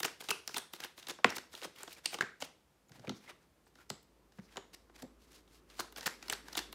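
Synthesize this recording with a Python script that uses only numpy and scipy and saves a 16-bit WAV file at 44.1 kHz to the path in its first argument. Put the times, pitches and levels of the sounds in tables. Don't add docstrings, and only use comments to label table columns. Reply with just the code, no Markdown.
import sys
import numpy as np
from scipy import signal
from scipy.fft import rfft, irfft
from scipy.io import wavfile
from scipy.ndimage import uniform_filter1d

SR = 44100
rng = np.random.default_rng(int(sys.argv[2]) if len(sys.argv) > 2 else 0)


def ratio_of_db(decibels):
    return 10 ** (np.asarray(decibels, float) / 20)


def dump(signal):
    limited = np.clip(np.atleast_2d(signal).T, -1, 1)
    pcm = np.round(limited * 32767).astype(np.int16)
    wavfile.write(sys.argv[1], SR, pcm)


N = 297234


def rms_one(x):
    return x / np.sqrt(np.mean(x ** 2) + 1e-20)


def at_hz(points, hz):
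    points = np.array(points)
    return np.interp(np.log(hz), np.log(points[:, 0]), points[:, 1])


def butter(x, hz, kind):
    return signal.sosfilt(signal.butter(2, hz, kind, fs=SR, output="sos"), x)


def band(x, low_hz, high_hz):
    return butter(x, [low_hz, min(high_hz, 0.45 * SR)], "band")


def ring(x, hz, t60):
    r = ratio_of_db(-60 / (t60 * SR))
    w = 2 * np.pi * hz / SR
    return signal.lfilter([0, np.sin(w)], [1, -2 * r * np.cos(w), r * r], x + 1e-18)


def coloured(x, spectrum):
    hz = np.maximum(np.arange(N // 2 + 1) * SR / N, 10)
    return rms_one(irfft(rfft(x) * ratio_of_db(at_hz(spectrum, hz)), N))


def drift(rate_hz):
    r = np.exp(-2 * np.pi * rate_hz / SR)
    return rms_one(signal.lfilter([1], [1, -2 * r, r * r], rng.standard_normal(N + SR))[SR:])


def whitened(x, bins):
    spectrum = rfft(x)
    return irfft(spectrum / np.sqrt(uniform_filter1d(np.abs(spectrum) ** 2, size=bins)), len(x))


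def add(out, s, piece):
    at = round(s * SR)
    out[at:at + len(piece)] += piece[:len(out) - at]


def blows():
    # start in seconds, peak in dB, packet body and edge air in dB re peak.
    knocks = [(0.031, -17.5, -24, -8), (0.045, -25.5, -10.5, -5.5), (0.222, -42.5, -4.5, -29),
              (.492, -35.5, -8.5, -24), (0.571, -30, -9.5, 3.5), (.803, -29.5, -45, -9),
              (1.085, -32.5, -10.5, -1), (1.382, -26, -17, -14.5), (1.635, -38.5, -41, -12),
              (1.833, -42.5, -1, -14), (2.149, -35.5, -6.5, -12), (2.2085, -25.5, -13, -22),
              (2.223, -40, 2.5, -6), (2.404, -43, -12, -6), (5.792, -30.5, -2.5, -18), (5.981, -37, -7, 0),
              (6.029, -34, -21, -11), (6.483, -36, -12, -9), (6.590, -22.5, -23, -15)]
    settles = [(.052, -31, -1.5, 4.5), (.242, -39, -15, -11), (.581, -24.5, -47, -7), (0.845, -33, -11, -3),
               (1.186, -53.5, 4.5, -26), (1.302, -29, -40, -10), (1.538, -41.5, -5.5, -14),
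               (1.622, -51.5, 6.5, -20), (1.647, -39, -16, -14), (1.877, -39, -5, -32),
               (2.216, -33, -13, -18.5), (5.804, -27.5, -53, -4), (5.972, -36.5, -15, -3),
               (6.008, -33.5, -24, -15), (6.061, -20.5, -40, -10), (6.073, -27, -21, -17),
               (6.324, -34, -4, 6)]
    claps = [(0.049, -19.5, -16, -40), (.205, -38, -10.5, -2.5), (0.292, -31, -8.5, -1),
             (0.3057, -15.5, -53, -9.5), (0.309, -24, -9.5, -43), (0.51, -41, -27, -12),
             (.543, -25, -19, -14), (0.762, -48, -9, -12.5), (0.837, -31.5, -19.5, -12),
             (1.103, -31.5, -17.5, -36.5), (1.292, -34, -22.5, -25), (1.366, -27.5, -12.5, -6.5),
             (1.76, -43.5, -26.5, -8), (1.785, -43, -23.5, -5.5), (2.129, -40, -2.5, -5),
             (2.142, -26.5, -11.5, -15), (4.961, -45, -13.5, -15), (6.067, -20.5, -13.5, -3.5),
             (6.226, -34, -16, -17), (6.298, -21, -18.5, -45), (6.571, -31.5, -5, 6)]
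    snaps = [(.002, -29.5, -9.5, 2), (0.2866, -27.5, -11.5, -24), (0.4771, -32.5, -15, -7),
             (0.565, -27, -11.5, -35), (.735, -32.5, -11.5, -2), (0.978, -41, -9, -4),
             (1.027, -40, -16, -13), (1.069, -33.5, -17, -38), (1.096, -29, -22, -15), (1.515, -60, -39, 0),
             (1.55, -37.5, -17, -8), (1.576, -45, -11, -5), (1.928, -41.5, -39, 2),
             (2.058, -22, -21.5, -37), (2.186, -35.5, -6, -14), (2.4217, -25.5, -12.5, -45),
             (3.094, -32, -5.5, -22), (3.9015, -30.5, -7.5, -10), (4.029, -61.5, -19, 5.5),
             (4.5705, -39.5, -2, -44), (5.477, -56.5, -10, -27.5), (5.7, -49, -37, -17),
             (5.924, -48, -7, 2.5), (5.962, -36.5, -13, -19), (6.282, -39, -8, -2), (6.332, -26, -18, -40),
             (6.529, -40, -9, -3), (6.553, -34.5, -5.5, -38), (6.576, -21, -21, -39),
             (6.727, -36.5, -10, -1.5)]
    picks = [(2.893, -53, -12.5, -3), (2.918, -45.5, -18.5, -25), (2.995, -46, -16, -15),
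             (3.048, -53, 0, -7), (3.072, -48, -7, -22), (3.078, -49.5, 3.5, -13), (3.666, -63, 1.5, -25.5),
             (3.754, -49, -12, -16), (3.788, -59, -3, -22.5), (4.321, -53.5, -16, -17),
             (4.388, -52.5, 0.5, -22.5), (4.516, -63, -19, -20), (4.537, -58, -7.5, -13),
             (4.558, -45.5, -0.5, -13.5), (4.576, -40, -3.5, -19), (4.896, -63.5, 7.5, -27),
             (5.022, -36.5, -31, -6)]
    # ring in Hz, contact in ms.
    contact = [
        (1748, 2.4),
        (1600, 3.5),
        (2900, 3.12),
        (4100, 2.9),
        (1780, 3.1),
    ]
    lead_s, ring_spread = 0.008, 0.1
    size = 2048
    out = np.zeros(N + SR)
    t = np.arange(size) / SR - lead_s
    after = np.maximum(t, 0)
    rush = np.exp(np.minimum(t, 0) / 0.003 - after / 0.0025)
    for rows, (ring_hz, ms) in zip([knocks, settles, claps, snaps, picks], contact):
        span = max(ms, 0.3) / 1000
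        graze = 0.21 * np.exp(-np.abs(t) / (0.75 * span))
        touch = graze + (1 - np.exp(-after / (60 * span ** 2))) * np.exp(-after / span)
        energy = np.sum(touch ** 2)

        def unit(x):
            return x * np.sqrt(energy / np.sum(x ** 2))

        chance = rng.standard_normal((len(rows), 2, size))
        for (s, peak_db, body_db, air_db), (noise, grain) in zip(rows, chance):
            edges = whitened(noise * ratio_of_db(2 * grain) * touch, 25)
            edges[size // 2:] = 0
            edges *= np.where(t < 0, 70 * span, 1)
            bend = np.exp(ring_spread * noise[0])
            card = unit(band(edges, 2000, 6250)) + 0.79 * unit(ring(edges, ring_hz * bend, 0.0047))
            flex = ring(band(edges, 240, 900), 370 * bend, 0.054)
            thud = band(band(edges, 140, 510), 110, 540)
            packet = unit(band(edges, 410, 1500) + 0.014 * flex) + ratio_of_db(-16.5) * unit(thud)
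            packet = np.roll(packet, round(0.0012 * SR))
            hiss = 0.4 * edges.std() * grain * rush / rush.std()
            air = unit(band(edges + hiss, 3900, 15000))
            blow = card + ratio_of_db(body_db + 10.5) * packet + ratio_of_db(air_db + 2) * air
            add(out, s, ratio_of_db(peak_db - 7.5) * blow)
    return out[round(lead_s * SR):][:N]


def slap():
    # frequency in Hz, level in dB, t60 in seconds.
    card_modes = [(484, -15, 0.054), (730, -7.5, 0.03), (1070, -7, 0.025), (1420, -10, .018),
                  (1940, -0.5, 0.011), (2500, -0.5, 0.0055), (3490, -8.5, 0.011), (4700, -11.5, 0.0057),
                  (5500, -15, .006), (7200, -27.5, 0.0087)]
    slap_s, slap_db = 1.2440, -10
    out, t = np.zeros(N), np.arange(4096) / SR
    hit = np.zeros(len(t))
    for late_s, share in [(0.0004, 0.4), (0.0011, 1.29)]:
        hit += share * np.exp(-((t - late_s) / 0.00004) ** 2)
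    modes = np.zeros(len(t))
    for k, (hz, db, t60) in enumerate(card_modes):
        modes += ratio_of_db(db - 8.5) * ring(hit, hz, t60) * (-1) ** k
    squeezed_air = band(rng.standard_normal(len(t)), 2500, 7600) * ratio_of_db(-14) * np.exp(-t / 0.0035)
    add(out, slap_s, ratio_of_db(slap_db) * (band(modes, 330, 8500) + squeezed_air))
    return out


def ticks():
    # time of peak in seconds, peak in dB, strongest Hz, length in ms.
    clips = [(.0355, -30, 1520, 2.1), (.0480, -30.5, 2500, 3.2), (.0605, -29, 7150, 1.2),
             (.2910, -36, 6000, 0.9), (.3035, -37, 6500, 2.0), (.3110, -22, 9000, 0.42),
             (.3140, -24.5, 1230, 0.71), (.3175, -38, 6000, 1.3), (.5695, -34.5, 1010, 1.9),
             (.5815, -25, 7900, 0.93), (2.0590, -20, 4530, 1.4), (2.1335, -40, 690, 1.5),
             (2.2095, -28, 4800, 0.75), (2.4042, -41, 6540, 0.45), (2.4092, -40, 6500, .6),
             (2.4285, -39, 4000, 0.67), (3.0795, -41, 2175, 0.75), (3.0945, -29.5, 3370, 0.54),
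             (3.8975, -45.5, 5670, 3), (3.9018, -29, 4890, 0.9), (5.7978, -26, 3806, 0.76),
             (5.7995, -26.5, 7200, 0.88), (5.8040, -27.5, 1290, 0.6), (6.0597, -27.5, 3800, 0.87),
             (6.0705, -26.5, 7440, 0.78), (6.0775, -24.5, 1430, 0.99), (6.2988, -20, 6700, 0.41),
             (6.3275, -24.5, 1520, 1.1), (6.3345, -30.5, 5150, 1.5), (6.5530, -29, 3500, 0.41),
             (6.5730, -36, 4500, 1.9), (6.5822, -26.5, 3950, 1.2), (.4772, -22.5, 6200, 0.42),
             (.7645, -43, 3500, 0.68), (.8385, -32.5, 3060, 1.5), (1.1055, -36, 8980, .5),
             (1.1108, -35, 5010, .6), (1.1165, -41.5, 455, 1.5), (1.2985, -33.5, 2500, 2.5),
             (1.3255, -36, 1500, 2), (1.3675, -35, 12540, .8), (1.8328, -30.5, 8000, 0.41),
             (1.9210, -41, 2500, .8), (1.9515, -50, 5000, 1.5), (2.2235, -31, 1910, 1.62),
             (4.3980, -49.5, 1680, 1.0), (4.5705, -28, 3540, 0.46), (4.5780, -35.5, 780, 1.9)]
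    # time of peak in seconds, peak in dB,
    # strongest Hz, length in ms.
    more_clips = [(.0820, -35.5, 1600, 2.6), (1.5305, -47, 4000, .8), (1.538, -46, 4480, 0.89),
                  (1.552, -37.5, 3420, 0.74), (1.6175, -38, 3000, 0.89), (1.6245, -52, 900, 1.5),
                  (1.6332, -36.5, 2950, 2.4), (1.637, -49, 9000, 0.61), (1.6460, -33, 3960, 0.71),
                  (1.6520, -41, 7000, .9), (1.6543, -39.5, 510, 1.6), (2.2100, -20.5, 1510, 1.8),
                  (2.4263, -35.5, 498, 1.75), (5.9620, -36, 4960, .6), (6.0100, -37, 4440, 1.2),
                  (6.0775, -32, 7000, .7), (2.152, -42, 297, 4.3), (1.661, -50, 192, 6.0),
                  (3.316, -52, 1100, 3.0), (1.236, -51.5, 1100, 2.0), (6.5908, -38, 5030, 0.42)]
    # time of peak in seconds, rub in dB, length in seconds, strongest Hz.
    whispers = [(3.122, -74, 0.014, 4000), (3.17, -59.5, .022, 5400), (3.285, -59.5, 0.023, 2010),
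                (6.531, -45, 0.004, 5000), (0.564, -41, 0.0065, 2950), (0.837, -51, .006, 1700),
                (1.198, -54.5, 0.0079, 595), (1.364, -42, 0.0027, 6940), (1.935, -54, 0.0042, 5530),
                (3.045, -52.5, 0.017, 640), (4.451, -65.5, 0.018, 5000), (4.49, -68, .012, 2210),
                (4.745, -53.5, .006, 4500), (5.045, -55, 0.0097, 550)]
    width, wide_db = 0.25, -4.5
    half = 4096
    out, t = np.zeros(N + SR), np.arange(-half, half) / SR
    drawn_out = [(s, db + 6, hz, 1000 * length) for s, db, length, hz in whispers]
    rows = clips + drawn_out + more_clips
    for (s, peak_db, hz, ms), noise in zip(rows, rng.standard_normal((len(rows), len(t)))):
        burst = noise * np.exp(-(1000 * t / ms) ** 2)
        pitched = rms_one(band(burst, hz / (1 + width), hz * (1 + width)))
        tick = pitched + ratio_of_db(wide_db) * rms_one(band(burst, hz / 4.8, hz * 2.3))
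        add(out, s, ratio_of_db(peak_db) * tick / np.abs(tick).max())
    return out[half:][:N]


def rings():
    # time of peak in seconds, peak in dB, mode in Hz, ring in ms.
    flexed = [(.052, -43, 390, 6.7), (.052, -38, 1000, 3.7), (.207, -45, 3380, 2), (0.294, -35, 2670, 2.9),
              (.310, -42, 454, 6), (0.325, -34, 2670, 8), (.567, -35, 3600, 2.6), (.570, -41, 960, 7.2),
              (0.581, -50, 250, 8.1), (.602, -48, 3380, 3), (.745, -50, 350, 6), (.831, -48, 1660, 3),
              (1.105, -48, 300, 6.8), (1.625, -47, 511, 5.5), (1.64, -55, 1040, 3), (1.653, -49, 318, 8),
              (1.878, -47, 3380, 2), (1.967, -53, 2370, 3), (2.059, -27.5, 2800, 2.9),
              (2.059, -24, 4700, 2.4), (2.132, -39, 2370, 2), (2.143, -47, 8200, 1.3),
              (2.189, -42, 1170, 3.4), (2.209, -37, 4520, .8), (2.225, -41.5, 728, 4.5),
              (2.424, -42.5, 647, 3.4), (2.886, -59.5, 6860, 1), (2.958, -61, 819, 4),
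              (3.28, -51, 2110, 4.8), (3.293, -55, 1480, 3.8), (3.308, -57, 3800, 3),
              (3.311, -56.5, 340, 7.5), (3.662, -63, 8200, 1), (3.789, -56, 1400, 2.5),
              (3.802, -58.5, 1400, 4), (3.816, -58, 1450, 3.8), (4.400, -43, 199, 13),
              (4.571, -42.5, 2110, 1.7), (4.571, -40, 6860, 0.97), (4.581, -45, 400, 7.9),
              (5.027, -47.5, 7720, 1.17), (5.037, -46.5, 250, 16), (5.964, -50, 1480, 2.4),
              (6.032, -45, 1870, 3), (6.063, -34, 1870, 3.6), (6.469, -53, 1660, 2.2),
              (6.485, -47, 1700, 2), (6.553, -40, 6860, 1.2), (6.582, -40, 330, 9), (2.21, -41, 7140, 1.5)]
    rise, sag = 0.72, 0.04
    lead = 2048
    out, t = np.zeros(N + SR), np.arange(-lead, 6144) / SR
    for s, peak_db, hz, ms in flexed:
        age = 1000 * t / ms
        shape = np.where(t < 0, np.exp(-(age / rise) ** 2), np.exp(-np.abs(age)))
        phase = 2 * np.pi * np.cumsum(hz * (1 - sag * np.tanh(age))) / SR
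        add(out, s, ratio_of_db(peak_db) * shape * np.sin(phase))
    return out[lead:][:N]


def flicks():
    # start in seconds, peak in dB, mode in Hz.
    edges = [
        (0.477, -37, 7200),
        (1.303, -33, 5500),
        (1.832, -45, 7200),
        (2.0582, -23.5, 8710),
        (2.209, -21, 1608),
        (3.072, -40, 2377),
        (3.901, -33.5, 7700),
        (4.386, -45.5, 1650),
        (6.065, -35.5, 7680),
        (6.283, -34.5, 5300),
    ]
    out, t = np.zeros(N), np.arange(1024) / SR
    for (s, peak_db, hz), noise in zip(edges, rng.standard_normal((len(edges), len(t)))):
        sung = ring(noise * np.exp(-t / 0.0015), hz, 0.0074)
        add(out, s, ratio_of_db(peak_db) * sung / np.abs(sung).max())
    return out


def slides():
    # time of most pressure in seconds, rub in dB, length in seconds.
    glides = [(0.214, -49.5, 0.0098), (0.267, -55.5, 0.046), (0.566, -56.5, 0.085), (0.756, -53, 0.025),
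              (0.995, -56, 0.023), (1.54, -64, 0.024), (1.589, -57, 0.054), (1.926, -55, 0.053),
              (2.14, -47, 0.034), (2.417, -47.5, 0.0095), (2.448, -52, 0.019), (3.169, -69.5, 0.026),
              (3.68, -71.5, 0.018), (4.375, -72.5, 0.045), (4.432, -71.5, 0.021), (1.27, -54, .018),
              (5.243, -71, 0.056), (5.366, -61, 0.065), (5.561, -66, 0.069), (5.799, -53.5, 0.034),
              (1.33, -57, .02)]
    # time of most pressure in seconds, rub in dB, length in seconds.
    drags = [(0.839, -52.5, 0.038), (1.042, -61, 0.031), (1.102, -46.5, 0.016), (1.645, -46.5, 0.019),
             (1.804, -60.5, 0.038), (1.837, -67.5, 0.073), (1.984, -58, 0.016), (2.96, -65, 0.033),
             (3.06, -70.5, 0.056), (3.243, -66.5, 0.04), (3.431, -76.5, 0.025), (3.811, -68, 0.043),
             (4.544, -66.5, 0.055), (4.957, -62.5, 0.014), (5, -61, 0.021), (5.046, -79.5, 0.02),
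             (5.725, -65.5, 0.037), (5.987, -53, 0.022), (6.04, -55.5, 0.021), (6.254, -58.5, 0.04),
             (6.313, -47, 0.013), (6.503, -60, 0.049), (6.585, -48, 0.029)]
    # release in seconds, rub in dB, length in seconds, dullness in dB.
    pulls = [
        (1.365, -44, 0.016, -16),
        (2.052, -55, 0.012, 4),
        (3.307, -57.5, 0.024, 12),
        (4.748, -50.5, .013, 2),
    ]
    # frequency in Hz, density in dB per Hz.
    rub = [(120, -17.5), (400, -7), (1200, -5.5), (2500, -3), (5000, -4), (8000, -9), (16000, -14.5)]
    strokes = [(*row, 0.1, 0.45) for row in glides]
    strokes += [(*row, 8, 0.72) for row in drags]
    strokes += [(*row, 0.24) for row in pulls]
    t, bright, dull = np.arange(N) / SR, np.zeros(N), np.zeros(N)
    for s, rub_db, length, dull_db, fall in strokes:
        stroke = ratio_of_db(rub_db) * np.exp(-((t - s) / np.where(t < s, length, fall * length)) ** 2)
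        bright += stroke
        dull += ratio_of_db(dull_db) * stroke
    grains = ratio_of_db(2 * drift(250) + 1.5 * drift(40))
    card, cloth = rng.standard_normal((2, N)) * grains
    card = band(coloured(card, rub), 2600, 15000)
    cloth = band(coloured(cloth, rub), 120, 2100)
    return bright * card + dull * cloth


def thumps():
    # start in seconds, peak in dB, knuckle and palm in dB re peak.
    landings = [(1.245, -18, -4, -29.5), (2.058, -49.5, 14.5, -25), (2.143, -46, -4, -34),
                (2.224, -35, -7.5, -21), (2.424, -47.5, 20, -31), (2.906, -53.5, 0.5, -3),
                (2.918, -59.5, -18.5, -5.5), (2.948, -53.5, -7, -12), (2.977, -48, -12, -16),
                (2.994, -45.5, -2, -10), (3.011, -53, -2, -22), (3.046, -57.5, 23, -8),
                (3.076, -26, -29.5, -20), (3.096, -24.5, -9.5, -23.5), (3.120, -34.5, -4, -20),
                (3.903, -36.5, -11.5, -14.5), (3.923, -45, -21.5, -15), (4.385, -40, -20, -15),
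                (4.403, -53, -16, -22.5), (4.571, -42, 8, -20.5), (5.029, -35.5, -0.5, -20.5),
                (5.041, -40, -8, -23), (5.795, -43.5, -7, -20.5)]
    # frequency in Hz, level in dB, twice the t60 in seconds.
    table_modes = [(177, -10.5, 0.3), (208, -1.5, 0.14), (257, -3.5, 0.17), (326, -9, 0.16),
                   (390, -6.5, 0.13), (520, -5, 0.22)]
    s, peak_db, knuckle_db, palm_db = np.transpose(landings)
    at = [round(start * SR) for start in s]
    modes, push = np.zeros(N), np.zeros(N)
    chance_db = 2 * rng.standard_normal((len(at), len(table_modes)))
    for k, (hz, level_db, t60) in enumerate(table_modes):
        push[at] = ratio_of_db(peak_db + level_db - 7.5 + chance_db[:, k])
        modes += ring(push, hz, 0.5 * t60) * (-1) ** k
    push[at] = ratio_of_db(peak_db + palm_db - 7.5)
    palm = ring(band(push, 95, 190), 126, 0.04) * ratio_of_db(22.5)
    push[at] = ratio_of_db(peak_db + knuckle_db)
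    knuckle = ring(band(push, 400, 1000), 730, 0.0078)
    return band(band(modes, 130, 390) + palm + knuckle, 120, 1200)


def echoes():
    # frequency in Hz, t60 in seconds.
    room_t60 = [(100, 0.46), (500, 0.31), (2000, 0.36), (6000, 0.28), (15000, 0.29)]
    first_wall_s = 0.0085
    t, edges = np.arange(SR // 2) / SR, 90 * 2 ** np.arange(0, 8.)
    tail = np.zeros(len(t))
    for white, low_hz in zip(rng.standard_normal((len(edges), len(t))), edges):
        tail += band(white, low_hz, 2 * low_hz) * ratio_of_db(-60 * t / at_hz(room_t60, 0.68 * low_hz))
    tail = band(whitened(tail, 41), 130, 12000)
    tail *= np.clip((t - first_wall_s) / 0.0018, 0.18, 1)
    tail[len(t) * 3 // 4:] = 0
    return tail / np.sqrt(np.sum(tail ** 2))


def room(x):
    room_db, scatter_hz, scatter_from_hz = -13.5, 175, 530
    one, other = (signal.fftconvolve(x, echoes())[:N] for _ in range(2))
    turn = 2 * np.pi * np.cumsum(scatter_hz * drift(60)) / SR
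    low = butter(one, scatter_from_hz, "low")
    high = butter([one, other], scatter_from_hz, "high")
    return ratio_of_db(room_db) * (low + high[0] * np.cos(turn) + high[1] * np.sin(turn))


def boom(x):
    boom_db, boom_t60_s = -32.5, 0.32
    t = np.arange(SR) / SR
    tail = band(rng.standard_normal(SR), 270, 440) * ratio_of_db(-60 * t / boom_t60_s)
    tail *= 1 - np.exp(-t / 0.0043)
    return ratio_of_db(boom_db) * signal.fftconvolve(x, tail / np.sqrt(np.sum(tail ** 2)))[:N]


def background():
    # frequency in Hz, density in dB per Hz.
    air_colour = [(41, -34.5), (70, -6), (92, -17), (170, -15), (233, -21.5), (307, -18), (1580, -30.5),
                  (14900, -42.5), (16000, -53)]
    # time in seconds, drone in dB.
    approach = [
        (0, -91.5),
        (1.6, -87.5),
        (2.9, -82.5),
        (3.8, -79.5),
        (4.2, -75),
        (5.0, -70.5),
        (5.5, -70),
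        (6.1, -67.5),
        (6.74, -65),
    ]
    air_db, wash_db = -71, -59
    drone_db = np.interp(np.arange(N) / SR, *np.transpose(approach))
    wash_db = wash_db + drone_db - drone_db.max()
    air, engine, road = rng.standard_normal((3, N))
    firing = np.sin(2 * np.pi * np.cumsum(53 + 2.2 * drift(4)) / SR) * ratio_of_db(1.4 * drift(4.3))
    rumble = rms_one(ring(ring(engine, 44, 0.15), 49, 0.15))
    drone = rms_one(firing + 0.23 * rumble)
    wash = rms_one(band(road, 200, 480) + 0.3 * band(road, 600, 1200)) * ratio_of_db(1.6 * drift(8))
    return ratio_of_db(air_db) * coloured(air, air_colour) + ratio_of_db(drone_db + 7.5) * drone + ratio_of_db(wash_db - 6) * wash


def scene():
    hands = blows() + rings() + slides() + flicks() + ticks()
    flung, table = slap(), thumps()
    far = hands + ratio_of_db(-3) * flung
    answer = room(far + ratio_of_db(-3) * table) + boom(far + table)
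    return (hands + flung + table + answer + background())[None]


def low_pass(x):
    return signal.sosfilt(signal.butter(12, 16670, fs=SR, output="sos"), x)


def record(dry):
    heard = butter(dry, 75, "high")
    heard = signal.sosfilt(signal.cheby2(8, 20, 16100, fs=SR, output="sos"), heard)
    return low_pass(heard)


dry = scene()
out = record(dry)
dump(out)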